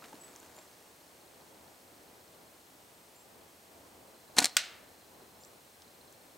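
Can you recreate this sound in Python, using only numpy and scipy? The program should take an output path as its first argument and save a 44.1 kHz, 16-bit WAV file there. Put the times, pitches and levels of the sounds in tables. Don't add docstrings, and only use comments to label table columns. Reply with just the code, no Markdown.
import sys
import numpy as np
from scipy import signal
from scipy.fft import rfft, irfft
from scipy.io import wavfile
from scipy.ndimage import uniform_filter1d

SR = 44100
rng = np.random.default_rng(int(sys.argv[2]) if len(sys.argv) > 2 else 0)


def materialize(psi):
    bounded = np.clip(np.atleast_2d(psi).T, -1, 1)
    quanta = np.round(bounded * 32767).astype(np.int16)
    wavfile.write(sys.argv[1], SR, quanta)


N = 281005
T = np.arange(N) / SR
BIN_HZ = np.fft.rfftfreq(N, 1 / SR)

# start_s, level_db, decay_s, brightness_db_per_octave
SLAPS = [(4.3675, -25, .0005, 4), (4.385, -7.5, 0.001, -1), (4.3891, -9.5, .0012, 1.5),
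         (4.4038, -19, .0008, 2.5), (4.425, -32, .001, 0), (4.4428, -20, 0.00057, 0),
         (4.4442, -11.5, 0.0011, 1), (4.449, -24.5, 0.0013, 0), (4.4564, -4.5, 0.000075, 3),
         (4.4602, -23, .00085, 1), (4.469, -29.5, .0008, -1), (4.4954, -37, .0006, -1)]
# freq_hz, level_db
SLAP_COLOUR = [(60, -27.5), (250, -6.5), (520, -6.5), (740, 0.5), (1200, -2.5), (2200, 3), (2900, -4),
               (4300, 3.5), (5800, 2), (8500, 0), (11500, -10), (16000, -23)]
# freq_hz, relative_level_db, t60_s
FORK_MODES = [(4130, -4, 0.02), (4300, -9, .025), (4760, -27, 0.013), (7240, -8, .025)]
# freq_hz, level_db
SWISH_COLOUR = [(50, -21), (220, -15), (750, -3), (1300, 2), (2000, 4.5), (3000, 1), (4500, -1),
                (8500, -0.5), (11500, -11.5), (16000, -21)]
# start_s, level_db
JOLTS = [(4.3686, -34.5), (4.3845, -27), (4.3933, -24.5), (4.4179, -25.5), (4.424, -41), (4.442, -37)]
# freq_hz, relative_level_db, t60_s
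FRAME_MODES = [(213, -27, 0.074), (271, -4, 0.067), (468, -14, .05), (724, -3, 0.058), (933, -10, 0.071),
               (1454, -9.5, 0.099)]
# start_s, level_db, decay_s
STRIKES = [(4.5678, -8.5, 0.00037), (4.5688, -11.5, 0.00054), (4.5709, -14.5, 0.0016)]
# freq_hz, level_db
STRIKE_COLOUR = [(100, -38), (400, -23), (720, -6), (950, -14.5), (1400, -2), (2300, 2.5), (3300, 1),
                 (5000, -0.5), (8200, -0.5), (11000, -10), (16000, -13)]
# freq_hz, level_db, t60_s
WOOD_MODES = [(714, -42, 0.022), (1473, -26, 0.058), (3360, -9, 0.012), (4750, -15, 0.014),
              (7350, -19, 0.014)]
# freq_hz, level_db
WOODS_COLOUR = [(100, -6), (600, -4), (1400, -4), (2300, -6.5), (4200, -4), (7500, -11.5), (11000, -14),
                (16000, -15)]
# freq_hz, t60_s
WOODS_T60 = [(200, 0.42), (1000, 0.96), (2200, 0.67), (4000, 0.48), (7500, 0.38), (15000, .17)]
# start_s, level_db, decay_s, centre_hz, width_octaves
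TICKS = [(0.023, -49, .008, 1090, .6), (.041, -47.5, 0.0095, 1670, 1.04), (.128, -43, 0.0041, 800, 0.33),
         (.136, -50.5, 0.023, 310, 0.3), (.1538, -49, .001, 2500, 0.81), (0.3614, -38, 0.00043, 6400, .25),
         (.3995, -48, .002, 7200, 0.14), (.4495, -54, .001, 5500, .5), (.58, -48.5, 0.0094, 700, 0.46),
         (.5871, -50, .0037, 2400, 1.2), (5.436, -50, .002, 5100, 0.18), (5.449, -46.5, .0015, 6340, .28),
         (5.8202, -49.5, 0.0028, 4500, 0.47), (6.125, -51, .0015, 7000, .25)]
# freq_hz, level_db
SLEEVE_COLOUR = [(80, -15), (300, 7), (900, 4), (1600, -2.5), (4000, -10), (7000, -6), (10000, -12),
                 (16000, -15)]
# freq_hz, level_db
CREASE_COLOUR = [(200, -13), (1500, -2), (7000, -4.5), (10000, -11), (16000, -27)]
# (hz before waver, level before flicker)
CHIRPS = [(0.202, 0.12, 7730, 8020, -52), (0.562, 0.11, 7100, 7600, -61), (3.155, 0.092, 7150, 7620, -61.5),
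          (5.402, 0.095, 7000, 7700, -61.5)]
# freq_hz, level_db
AIR_COLOUR = [(20, -20), (48, -13), (80, -3), (140, -3), (300, 0), (600, 0), (850, -2.5), (1300, -9),
              (2400, -11.5), (4200, -13), (7300, -13), (9000, -14.5), (15500, -15)]
# freq_hz, side_to_mid_db
AIR_SIDE = [(60, -18), (99, -15.5), (160, -11), (270, -8), (450, -7.5), (740, -6), (1220, -0.5),
            (2010, -1.5), (3330, -4.5), (5500, -7), (9080, -24.5), (15000, -59)]
# freq_hz, rms_level_db
CAMERA_TONES = [(80.7, -82), (8393, -75.5)]
# start_s, end_s, level_db, ring_hz, t60_s
MOTOR_RUNS = [(0, 2.7, -59, 4230, 0.018), (2.7, 5.1, -62, 4250, .016), (4.05, 6.1, -65.5, 4130, 0.088),
              (5.82, 7, -63, 4180, .05)]
# freq_hz, level_db
PORT_SIDE = [(100, -36), (700, -17), (2600, -30), (4000, -18), (5200, -10), (8500, -13), (10500, -30),
             (13000, -62)]

RELEASE_S, FIRST_PASS_DELAY_S, SWING_S = 4.364, 0.025, 0.037
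SWISH_DB, LOSS_DB_PER_PASS = -25.5, 8
SWISH_RISE_DB_PER_S, SWISH_FALL_DB_PER_S = 946, 642
FLAPS_PER_S, FLAPS_DB = 200, -7
SLEEVE_DB, LIFT_END_S, SETTLE_S = -59.5, 0.49, 0.37
CREASES_PER_S, CREASES_DB = 35, -9.5
AIR_DB = -57.5
FIRST_STEP_S, STEPS_PER_S = 0.012, 30
EDGE_HZ = 15900


def slingshot(flutter_db=3.5, flutter_hz=350, soft_hz=1800, flap_decay_s=0.00044):
    rush = noise(SWISH_COLOUR) * amp(flutter_db * drift(flutter_hz))
    flaps = amp(FLAPS_DB) * crackle(FLAPS_PER_S, flap_decay_s, SLAP_COLOUR)
    out = swings() * (rush + flaps)
    fork = ring(FORK_MODES)
    low_pass = signal.butter(2, soft_hz, fs=SR, output="sos")
    thump = signal.sosfilt(low_pass, ring(FRAME_MODES))
    for start_s, db, decay_s, bright in SLAPS:
        add_burst(out, start_s, db, decay_s, lambda hz: read(SLAP_COLOUR, hz) + bright * np.log2(hz))
        drive = np.sqrt(decay_s / 0.001)
        add(out, start_s, amp(db - 7.5) * drive * fork)
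    for start_s, db in JOLTS:
        add(out, start_s, amp(db) * thump)
    return out


def swings(count=3):
    since_s, gain = T - RELEASE_S, np.zeros(N)
    for k in range(count):
        late_s = since_s - FIRST_PASS_DELAY_S - k * SWING_S
        away_db = np.maximum(-late_s * SWISH_RISE_DB_PER_S, late_s * SWISH_FALL_DB_PER_S)
        gain = np.maximum(gain, amp(SWISH_DB - k * LOSS_DB_PER_PASS - away_db))
    return gain * (since_s > 0)


def stone():
    out = np.zeros(N)
    for start_s, db, decay_s in STRIKES:
        add_burst(out, start_s, db, decay_s, lambda hz: read(STRIKE_COLOUR, hz))
    add(out, STRIKES[0][0], ring(WOOD_MODES))
    return out


def stone_echo(db=2):
    click = np.zeros(N)
    add_burst(click, STRIKES[0][0], db, 0, lambda hz: read(STRIKE_COLOUR, hz))
    return woods(click, build_s=0.0064)


def woods(x, build_s=0.006, scatter_db=1.0, early_db=10.5, early_s=0.033, wide_db=-11.5, wide_hz=8500):
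    white, sizes = rng.standard_normal((2, SR)), rng.standard_normal(SR)
    echoes = white * amp(scatter_db * unit(uniform_filter1d(sizes, size=60)))
    hz, t, bands = signal.stft(echoes, SR, nperseg=256)
    t60_s = read(WOODS_T60, hz)[:, None]
    decay = amp(read(WOODS_COLOUR, hz)[:, None] - 60 * t / t60_s)
    bands *= decay * np.sqrt(np.log(1e6) / (t60_s * SR))
    tail = signal.istft(bands, SR, nperseg=256)[1]
    t = T[:tail.shape[1]]
    build = 1 - np.exp(-(t / build_s) ** 2)
    tail *= build * amp(early_db * np.exp(-t / early_s))
    mid, side = signal.fftconvolve(x[None], tail, axes=1)[:, :N]
    low_pass = signal.butter(8, min(wide_hz, SR / 3), fs=SR, output="sos")
    side = signal.sosfilt(low_pass, side)
    return mid + amp(wide_db) * np.array([side, -side])


def handling(grain_db=2, grain_hz=200, crease_decay_s=0.0015):
    motion = amp(SLEEVE_DB) / (1 + np.maximum(T - LIFT_END_S, 0) / SETTLE_S)
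    rustle = noise(SLEEVE_COLOUR) * amp(grain_db * drift(grain_hz))
    creases = amp(CREASES_DB) * crackle(CREASES_PER_S, crease_decay_s, CREASE_COLOUR)
    out = motion * (rustle + creases)
    for start_s, db, decay_s, centre_hz, octaves in TICKS:
        def hump_db(hz):
            return -40 * np.log10(1 + (np.log2(hz / centre_hz) / octaves) ** 2 / 4)
        add_burst(out, start_s, db, decay_s, hump_db)
    return out


def bird(waver=0.004, flicker_db=4.5):
    out, wobble, flicker = np.zeros(N), drift(150), drift(70)
    for start_s, length_s, start_hz, end_hz, db in CHIRPS:
        u = np.clip((T - start_s) / length_s, 0, 1)
        glide_hz = end_hz + (start_hz - end_hz) * (1 - u) ** 2
        hz = glide_hz * (1 + waver * wobble)
        swell = np.sin(np.pi * u ** 0.45)
        tone = np.sin(2 * np.pi * np.cumsum(hz) / SR)
        out += amp(db + flicker_db * flicker) * swell * tone
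    return out


def air(swell_db=1.5):
    mid, side = rfft(rng.standard_normal((2, N))) * amp(read(AIR_COLOUR, BIN_HZ))
    side *= amp(read(AIR_SIDE, BIN_HZ))
    both = amp(AIR_DB) * unit(irfft([mid + side, mid - side], N))
    wind = signal.sosfiltfilt(signal.butter(2, 1200, fs=SR, output="sos"), both)
    return both + wind * (amp(swell_db * drift(3.0)) - 1)


def camera(uneven_db=2, size_db=1, detune=0.006):
    out = sum(amp(db) * np.sqrt(2) * np.sin(2 * np.pi * hz * T) for hz, db in CAMERA_TONES)
    times_s = np.arange(FIRST_STEP_S, T[-1], 1 / STEPS_PER_S)
    for k, (size, tune) in enumerate(rng.standard_normal((len(times_s), 2))):
        for start_s, end_s, db, hz, t60_s in MOTOR_RUNS:
            if start_s <= times_s[k] < end_s:
                step_db = db + uneven_db * (-1) ** k + size_db * size
                add(out, times_s[k], ring([(hz * (1 + detune * tune), step_db, t60_s)]))
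    return out


def placed(x, pan_db, spread_db):
    side_gain = amp(spread_db + read(PORT_SIDE, BIN_HZ))
    side = irfft(1j * rfft(x) * side_gain, N)
    return np.array([amp(pan_db / 2) * x + side, amp(-pan_db / 2) * x - side])


def crackle(per_s, decay_s, colour):
    chance, size = rng.random((2, N))
    grain = burst(decay_s, lambda hz: read(colour, hz))
    hits = (chance < per_s / SR) * size
    return unit(signal.oaconvolve(hits, grain)[:N])


def burst(decay_s, colour_db, size=4096):
    t, hz = np.arange(size) / SR, abs(np.fft.fftfreq(size, 1 / SR)) + 10
    shape = np.exp(-t / max(decay_s, 1 / SR))
    z = np.fft.fft(shape * rng.standard_normal(size))
    z /= np.sqrt(uniform_filter1d(abs(z) ** 2, size=160, mode="wrap"))
    log_gain = np.log(amp(np.maximum(colour_db(hz), -80)))
    minimum_phase = np.exp(np.conj(signal.hilbert(log_gain)))
    puff = np.fft.ifft(z * minimum_phase).real
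    puff = np.roll(puff, size // 64)
    return unit(puff) * np.sqrt(np.mean(shape ** 2))


def add_burst(mix, start_s, db, decay_s, colour_db):
    add(mix, start_s - 64 / SR, amp(db) * burst(decay_s, colour_db))


def ring(modes):
    t = np.arange(SR // 4) / SR
    travel = np.zeros(len(t))
    for hz, db, t60_s in modes:
        travel += amp(db - 60 * t / t60_s) * np.sin(2 * np.pi * hz * t) * SR / (2 * np.pi * hz)
    return np.gradient(np.pad(travel, 1))


def noise(colour):
    spectrum = rfft(rng.standard_normal(N))
    return unit(irfft(spectrum * amp(read(colour, BIN_HZ)), N))


def drift(hz):
    spectrum = rfft(rng.standard_normal(N))
    return unit(irfft(spectrum / (1 + (BIN_HZ / hz) ** 4), N))


def add(mix, start_s, sound):
    part = mix[max(round(start_s * SR), 0):][:len(sound)]
    part += sound[:len(part)]


def amp(db):
    return 10 ** (np.asarray(db) / 20)


def unit(x):
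    return x / np.sqrt(np.mean(x ** 2) + 1e-20)


def read(points, hz):
    f, value = np.transpose(points)
    return np.interp(np.log(hz + 1), np.log(f + 1), value)


def scene():
    shot = slingshot()
    near = placed(shot + handling() + bird(), pan_db=0.1, spread_db=-3.5)
    near = near + amp(-17.0) * woods(shot, build_s=0.015)
    far = placed(stone(), pan_db=0.0, spread_db=-8) + stone_echo()
    balance = amp([[0.2], [-0.2]])
    return near + far + air() * balance + camera()


def record(dry):
    low_pass = signal.firwin(301, EDGE_HZ, window=("kaiser", 8), fs=SR)
    return signal.oaconvolve(dry, low_pass[None], "same")


dry = scene()
out = record(dry)
materialize(out)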